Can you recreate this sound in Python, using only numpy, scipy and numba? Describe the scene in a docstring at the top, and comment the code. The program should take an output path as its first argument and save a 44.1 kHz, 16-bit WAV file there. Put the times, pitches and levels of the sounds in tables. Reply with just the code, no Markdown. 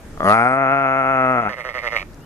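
"""Open pasture: two sheep, heard in stereo through an automatic gain control.
A near ewe on the left gives a long, low, steady bleat; another on the right answers with a quavering one.
Voices are airflow pulses through parallel resonances; hiss is noise puffed out at each cycle.
Wind is banded stereo noise, the far hum two wavering sines, the faint bird a gliding sine,
and the grass ticks are impulses through resonators."""
import sys
import numpy as np
from scipy import signal
from scipy.fft import rfft, irfft, next_fast_len
from scipy.io import wavfile
from scipy.ndimage import uniform_filter1d
from numba import njit

SR = 44100
rng = np.random.default_rng(int(sys.argv[2]) if len(sys.argv) > 2 else 0)


def to_linear_factor(level_db):
    """Convert decibel levels (scalar or array-like) to linear amplitude factors."""
    exponent = np.asarray(level_db, float) / 20
    return 10 ** exponent


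def unload_audio(sound):
    """Save the sound as a 16-bit wav file, at the path given as the first command line argument."""
    columns = np.transpose(np.atleast_2d(sound))
    # keep every value between -1 and 1, then stretch to whole-number steps
    steps = np.round(np.clip(columns, -1, 1) * 32767)
    wavfile.write(sys.argv[1], SR, steps.astype(np.int16))


N = 99225

# Wind spectrum: (frequency [Hz], relative density [dB])
AIR_SPECTRUM = [(20, 0), (82, -8.5), (125, -16.5), (160, 3.5), (200, -19.5), (304, -9), (401, -18),
                (1950, -28.5), (3130, -37), (5160, -37.5), (13600, -41.5), (15200, -69)]
# Left-right likeness of the wind: (frequency [Hz], likeness [0-1])
AIR_LIKENESS = [(60, 0.79), (240, 0.99), (940, 0.63), (3730, 0), (14800, 0.1)]
# Far hum: (mean frequency [Hz], median amplitude [dB])
HUM_TONES = [(78, -56.5), (156, -57.5)]

# Steady bleat, folds: (time [s], pitch [Hz], drive level [dB])
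STEADY_VOICE = [(0.235, 90.15, -24.5), (0.27, 97.66, -21.5), (0.3, 102.9, -17), (0.344, 111.1, -17),
                (0.402, 116.3, -15), (0.484, 127.9, -14.5), (0.584, 136.6, -15.5), (0.67, 131.9, -16),
                (0.73, 137.8, -16.5), (0.809, 136.3, -18.5), (0.866, 133.2, -19), (0.996, 134.5, -20),
                (1.024, 131.6, -20.5), (1.112, 133.5, -21), (1.246, 128.8, -17.5), (1.329, 127.6, -17.5),
                (1.382, 121, -18.5), (1.419, 114, -23), (1.467, 101.4, -21.5), (1.519, 100, -36)]
# Creaky pulses before the voice settles: (end time [s], relative level [dB])
CREAKS = [(0.175, -49), (0.198, -47), (0.205, -30), (0.219, -32.5), (0.23, -27.5)]
# Near ewe's throat and mouth at scale 1: (centre [Hz], width [Hz], gain [dB])
STEADY_THROAT = [(214, 456, -14.5), (709.6, 83, 5), (1366.7, 71, 13.5), (2151, 211, 0.5), (3300, 76, -37)]
# Near ewe's mouth: (time [s], throat scale [ratio], gain above the first resonance [dB],
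# top resonance [Hz], further gain of the top resonance [dB])
MOUTH = [(0.17, 0.9, 1.5, 3300, 2), (0.24, 0.87, -6, 3300, -6), (0.29, 0.89, 0, 2820, -7),
         (0.34, 0.95, 3, 2420, -2), (0.42, 1.018, 1.5, 2383, -1), (0.55, 0.96, -1, 2480, -5),
         (0.72, 0.99, 0.5, 2544, 0), (1.12, 0.985, 1, 2570, -1.5), (1.3, 0.95, -2, 2580, -3),
         (1.482, 0.98, -0.5, 2580, -2.5), (1.492, 1.27, -11, 2340, 2)]
# Extra rise of the second throat resonance: (time [s], scale [ratio])
SECOND_RESONANCE_LIFT = [(0.29, 1.0), (0.335, 1.08), (0.42, 1.05), (0.5, 1.0), (1.44, 1.0), (1.485, 1.12)]
# Hoarseness: (time [s], factor on jitter and shimmer [ratio])
HOARSENESS = [(0.235, 4), (0.29, 1.5), (1.36, 1), (1.49, 4)]
# Weaker snap inside each cycle: (time [s], share of the main snap [ratio])
SECOND_SNAP = [(0.235, 0.74), (0.3, 0.07)]
# Spells of long-short cycles: (time [s], swing [cycles])
LONG_SHORT = [(0.655, 0.006), (0.845, 0.01), (0.9, 0.005), (0.955, 0.007), (1.04, 0.011), (1.36, 0.01)]
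# High hiss: (time [s], centre [Hz], level [dB])
HIGH_HISS = [(0.24, 10100, -59.5), (0.29, 9960, -46.5), (0.36, 9580, -46), (0.53, 8660, -51),
             (0.6, 9230, -62), (1.2, 9170, -64), (1.32, 9000, -62), (1.49, 9400, -69)]

# Quavers of the second bleat: (start [s], body level [dB], ring level above body [dB])
QUAVERS = [(1.399, -48, 3), (1.486, -41.5, 2), (1.562, -43.5, 4), (1.639, -42, 2.5), (1.738, -43, 7),
           (1.822, -40, 5), (1.912, -40.5, 6), (2.004, -48.5, 7.5)]
# One quaver: (share of its length [0-1], body offset [dB], ring offset [dB], pitch scale [ratio])
QUAVER_SHAPE = [(0.0, -4, -9, 0.95), (0.09, 7.5, -6, 0.99), (0.448, 7.5, -9.5, 0.97), (0.549, 5, 3, 0.96),
                (0.72, 2.5, -4, 0.87), (0.899, -5.5, -9.5, 0.83), (0.996, -7, -7.5, 0.93)]
# Pitch before the quaver's own scale: (time [s], pitch [Hz])
QUAVER_PITCH = [(1.6, 130), (1.77, 128.5), (1.85, 122.5), (1.95, 119), (2.03, 97.1)]
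# Second sheep's throat: (centre [Hz], width [Hz], gain [dB])
QUAVER_THROAT = [(330, 400, -11.5), (574, 79, 5), (1267, 120, 8), (1812, 123, 11), (2560, 930, -5),
                 (5660, 1900, -11.5), (11000, 920, -18)]
# Bright ring centre: (time [s], centre [Hz])
RING_CENTRE = [(1.6, 2064), (1.96, 2086), (2.0, 2310)]
# Bright ring width: (time [s], width [Hz])
RING_WIDTH = [(1.96, 120.3), (2.0, 303)]

# Port levels, left sheep: (frequency [Hz], left minus right [dB])
LEFT_BALANCE = [(60, 1.0), (110, 6.1), (200, 3), (380, 2.8), (690, 4.5), (1280, 0.96), (2360, 8.7),
                (4350, 3.5), (8020, 1.7), (14800, 11)]
# Port phases, left sheep: (frequency [Hz], lead of left [rad])
LEFT_PHASE = [(0, -0.5), (1550, 1.9), (2500, 1.58), (3790, 3.0), (7410, 8.5), (9300, 16.5), (12700, 18.5),
              (14500, 20.5)]
# Port levels, right sheep: (frequency [Hz], left minus right [dB])
RIGHT_BALANCE = [(60, 8), (110, -5), (200, -2), (380, -4), (690, -1.5), (1280, -6), (2360, -11), (4350, 4),
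                 (8020, -6), (14800, 4)]
# Port phases, right sheep: (frequency [Hz], lead of left [rad])
RIGHT_PHASE = [(0, -1), (1210, 0.06), (1640, -1), (1980, -2.02), (3270, 1.62), (6630, 5), (7150, 2),
               (12300, 1.5), (13900, -5.5)]
# Ground and flock echoes: (delay [s], low-frequency level [dB])
ECHOES = [(0.004, -30.5), (0.019, -23), (0.043, -23)]

# Grass ticks: (time [s], relative level [dB], centre [Hz])
TICKS = [(2.134, -51, 4630), (2.145, -46, 6100), (2.207, -53, 6830)]
# Bird: (time [s], pitch [Hz], amplitude [dB])
BIRD = [(2.19, 2600, -80), (2.21, 2750, -67), (2.25, 3040, -66)]


def rms_one(x):
    """Scale to rms 1."""
    return x / np.sqrt(np.mean(x ** 2) + 1e-20)


def in_time(rows):
    """Table columns, interpolated linearly over time."""
    time_s, *columns = np.transpose(rows)
    return [np.interp(np.arange(N) / SR, time_s, column) for column in columns]


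def over_log_hz(log_hz, rows):
    """Second table column, interpolated over log frequency."""
    hz, value = np.transpose(rows)
    return np.interp(log_hz, np.log(hz), value)


def gate(start_s, end_s):
    """1 between two times, with 1.2 ms edges inside them."""
    t = np.arange(N) / SR
    return np.clip(np.minimum(t - start_s, end_s - t) / 0.0012, 0, 1)


def drift(corner_hz):
    """Low-passed random wander of rms 1."""
    r = np.exp(-2 * np.pi * corner_hz / SR)
    noise = rng.standard_normal(N + SR)
    return rms_one(signal.lfilter([1], [1, -2 * r, r * r], noise)[SR:])


def butter(x, order, hz, kind):
    """Butterworth filter."""
    return signal.sosfilt(signal.butter(order, hz, kind, fs=SR, output="sos"), x)


def air():
    """Wind: half-octave bands of stereo noise, each flickering, less alike left and right in the treble."""
    level_db, flicker_db, flicker_hz = -49, 2, 5.2
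    edges = 20 * 2 ** np.arange(0, 9.9, 0.5)
    # neighbouring bands use different noise
    white = rng.standard_normal((2, 2, N + SR // 4))
    out = 0
    for k, (low, high) in enumerate(zip(edges, edges[1:])):
        mid, side = butter(white[k % 2], 2, [low, high], "band")[:, -N:]
        log_hz = np.log(low * high) / 2
        alike = np.clip(over_log_hz(log_hz, AIR_LIKENESS), 0, 1)
        db = over_log_hz(log_hz, AIR_SPECTRUM) + flicker_db * drift(flicker_hz)
        pair = np.sqrt(1 + alike) * mid + np.sqrt(1 - alike) * side * [[1], [-1]]
        out = out + to_linear_factor(db) * pair
    return to_linear_factor(level_db) * rms_one(out)


def hum():
    """Far low sines, wavering in pitch and level."""
    pitch_waver, level_waver_db = 0.022, 3.9
    out = 0
    for hz, db in HUM_TONES:
        level = to_linear_factor(db + level_waver_db * drift(12))
        turns = np.cumsum(hz * (1 + pitch_waver * drift(3.1))) / SR
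        out = out + level * np.sin(2 * np.pi * turns)
    return out


@njit
def two_pole(x, turn, r):
    """Resonator whose tuning may change at every sample."""
    y = np.zeros(len(x))
    for i in range(2, len(x)):
        y[i] = (1 - r[i] ** 2) / 2 * (x[i] - x[i - 2]) + turn[i] * y[i - 1] - r[i] ** 2 * y[i - 2]
    return y


def resonance(x, hz, width_hz):
    """Resonator with gain 1 at its centre."""
    r = np.exp(-np.pi * width_hz / SR) + np.zeros(N)
    return two_pole(x, 2 * r * np.cos(2 * np.pi * hz / SR), r)


def throat(x, table, scale=1):
    """Parallel resonances, signs alternating."""
    return sum((-1) ** k * to_linear_factor(db) * resonance(x, hz * scale, width_hz)
               for k, (hz, width_hz, db) in enumerate(table))


def folds(hz, open_share, jitter, shimmer_db, breath_db, limp=0):
    """Airflow slope, swelling as the folds part and snapping off as they shut; and cycles since the snap."""
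    # 4x oversampled
    fine_hz = np.repeat(hz * (1 + jitter * drift(60)), 4)
    turns = np.cumsum(fine_hz / (4 * SR))
    swing = np.repeat(limp + np.zeros(N), 4) * np.cos(np.pi * turns)
    cycle = (turns + swing) % 1
    u = np.clip(1 - (1 - cycle) / np.clip(open_share, 0.1, 0.95), 0, 1)
    slope = (2 * u - 3 * u * u).reshape(N, 4).mean(axis=1)
    cycle = cycle[::4]
    breath = to_linear_factor(breath_db) * rng.standard_normal(N) * np.exp(-cycle / 1.1)
    return (slope + breath) * to_linear_factor(shimmer_db * drift(42)), cycle


def ports(x, balance, phase):
    """Adds dull echoes, then splits level and phase between the two microphone ports."""
    size = next_fast_len(N + SR // 4)
    hz = np.arange(size // 2 + 1) * SR / size + 1e-3
    echoes = sum(to_linear_factor(db) * np.exp(-2j * np.pi * hz * s) for s, db in ECHOES)
    paths = 1 + echoes / (1 + 1j * hz / 3000)
    half = to_linear_factor(over_log_hz(np.log(hz), balance) / 2)
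    half = half * np.exp(0.5j * np.interp(hz, *np.transpose(phase)))
    return irfft(rfft(x, size) * paths * np.array([half, 1 / half]), size)[:, :N]


def steady_source():
    """Near ewe's fold pulses, each with a weaker second snap, after a few lone creaks."""
    open_share, jitter, shimmer_db, breath_db = 0.568, 0.003, 0.5, -22
    wobble, wobble_hz, spell_s = 0.003, 12, 0.022
    second_lag_s, creak_s = 0.004732, 0.00362
    hz, db = in_time(STEADY_VOICE)
    hoarse, = in_time(HOARSENESS)
    second, = in_time(SECOND_SNAP)
    t = np.arange(N) / SR
    limp = sum(swing * np.exp(-((t - s) / spell_s) ** 2) for s, swing in LONG_SHORT)
    source, cycle = folds(hz * (1 + wobble * drift(wobble_hz)), open_share,
                          hoarse * jitter, hoarse * shimmer_db, breath_db, limp)
    on = gate(STEADY_VOICE[0][0], STEADY_VOICE[-1][0])
    source = source * on * to_linear_factor(db) / np.std(throat(source, STEADY_THROAT, in_time(MOUTH)[0]))
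    source = source + second * np.roll(source, int(second_lag_s * SR))
    u = np.linspace(0, 1, int(creak_s * SR))
    for end_s, creak_db in CREAKS:
        end = int(end_s * SR)
        source[end - len(u):end] += to_linear_factor(creak_db) * 10 * (2 * u - 3 * u * u)
    return source, cycle, on


def steady_mouth(source):
    """Near ewe's moving throat and mouth resonances, dulled by a low-pass."""
    top_width_hz, cut_hz = 165, 3000
    scale, upper_db, top_hz, top_db = in_time(MOUTH)
    lift, = in_time(SECOND_RESONANCE_LIFT)
    upper = source * to_linear_factor(upper_db)
    first = throat(source, STEADY_THROAT[:1], scale)
    second = throat(upper, STEADY_THROAT[1:2], scale * lift)
    higher = throat(upper, STEADY_THROAT[2:], scale)
    top = resonance(upper * to_linear_factor(top_db), top_hz, top_width_hz)
    return butter(second - higher - first - top, 2, cut_hz, "low")


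def steady_hiss(cycle):
    """Noise puffed out at each snap, through high, low and broad resonances."""
    decay_cycles, high_width_hz = 0.53, 950
    low_hz, low_width_hz, low_start_db, low_fade_db_per_s = 6270, 1000, -63.5, 4
    broad_hz, broad_width_hz, broad_under_high_db = 4340, 1200, -3.5
    high_hz, high_db = in_time(HIGH_HISS)
    puffs = rng.standard_normal((2, N)) * np.exp(-cycle / decay_cycles)
    high = resonance(puffs[0], high_hz, high_width_hz)
    high = rms_one(resonance(high, high_hz, high_width_hz))
    low = resonance(puffs[1], low_hz, low_width_hz)
    low = rms_one(resonance(low, low_hz, low_width_hz))
    broad = rms_one(resonance(puffs[1], broad_hz, broad_width_hz))
    low_db = low_start_db - low_fade_db_per_s * np.arange(N) / SR
    return to_linear_factor(high_db) * (high + to_linear_factor(broad_under_high_db) * broad) + to_linear_factor(low_db) * low


def steady_bleat():
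    """Near ewe: fold pulses through throat and mouth, plus hiss on every snap."""
    source, cycle, on = steady_source()
    return steady_mouth(source) + on * steady_hiss(cycle)


def quavering_bleat():
    """Second sheep: each quaver opens full, turns bright, then sinks in level and pitch."""
    open_share, jitter, shimmer_db, breath_db = 0.274, 0.014, 1.5, -19
    end_s, ring_gain_db, low_cut_hz = 2.03, 20.5, 447
    starts, levels_db, brights_db = np.transpose(QUAVERS)
    gaps = np.diff(starts)
    lengths = np.append(gaps, np.mean(gaps))
    rows = []
    for start, length, db, bright_db in zip(starts, lengths, levels_db, brights_db):
        for share, body, ring, scale in QUAVER_SHAPE:
            rows.append((start + share * length, db + body, db + bright_db + ring, scale))
    body_db, ring_db, pitch_scale = in_time(rows)
    hz, = in_time(QUAVER_PITCH)
    source, _ = folds(hz * pitch_scale, open_share, jitter, shimmer_db, breath_db)
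    source = source * gate(starts[0], end_s) / np.std(throat(source, QUAVER_THROAT))
    body = throat(source * to_linear_factor(body_db), QUAVER_THROAT)
    ring = resonance(source * to_linear_factor(ring_db + ring_gain_db), in_time(RING_CENTRE)[0], in_time(RING_WIDTH)[0])
    return butter(body + ring, 4, low_cut_hz, "high")


def ticks():
    """Dry stalks snap softly: impulses through resonators."""
    width_hz = 970
    out = 0
    for s, db, hz in TICKS:
        impulse = 1.0 * (np.arange(N) == int(s * SR))
        out = out + to_linear_factor(db) * 10 * resonance(impulse, hz, width_hz)
    return out


def bird():
    """A thin whistle: a rising sine, lasting to the end."""
    hz, db = in_time(BIRD)
    return to_linear_factor(db) * gate(BIRD[0][0], 3) * np.sin(2 * np.pi * np.cumsum(hz) / SR)


def scene():
    """Near ewe left, second sheep right, the pasture around."""
    pasture = air() + hum()
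    left = ports(steady_bleat(), LEFT_BALANCE, LEFT_PHASE)
    right = ports(quavering_bleat(), RIGHT_BALANCE, RIGHT_PHASE)
    return pasture + left + right + ticks() + bird()


def roll_off(x):
    """The treble ends steeply here."""
    return signal.sosfilt(signal.butter(12, 15380, fs=SR, output="sos"), x)


def record(dry):
    """Gain control lifts quiet moments and yields late to loud ones; peaks clip, then a low-pass."""
    boost_db, knee_db, squeeze_db_per_db = 10.5, -28.5, 0.72
    attack_s, release_db_per_s = 0.038, 9
    ceiling, stopband_hz = 0.92, 15300
    power = uniform_filter1d(np.mean(dry ** 2, axis=0), size=441)
    level_db = 10 * np.log10(power + 1e-12)
    # running maximum on a rising ramp: the cut falls no faster than the release
    climb_db = release_db_per_s * np.arange(N) / SR
    wanted_db = squeeze_db_per_db * np.maximum(level_db - knee_db, 0)
    cut_db = np.maximum.accumulate(wanted_db + climb_db) - climb_db
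    r = np.exp(-1 / (attack_s * SR))
    late_cut_db = signal.lfilter([1 - r], [1, -r], cut_db)
    x = np.clip(dry * to_linear_factor(boost_db - late_cut_db), -ceiling, ceiling)
    x = signal.sosfilt(signal.cheby2(10, 50, stopband_hz, fs=SR, output="sos"), x)
    return roll_off(x)


dry = scene()
out = record(dry)
unload_audio(out)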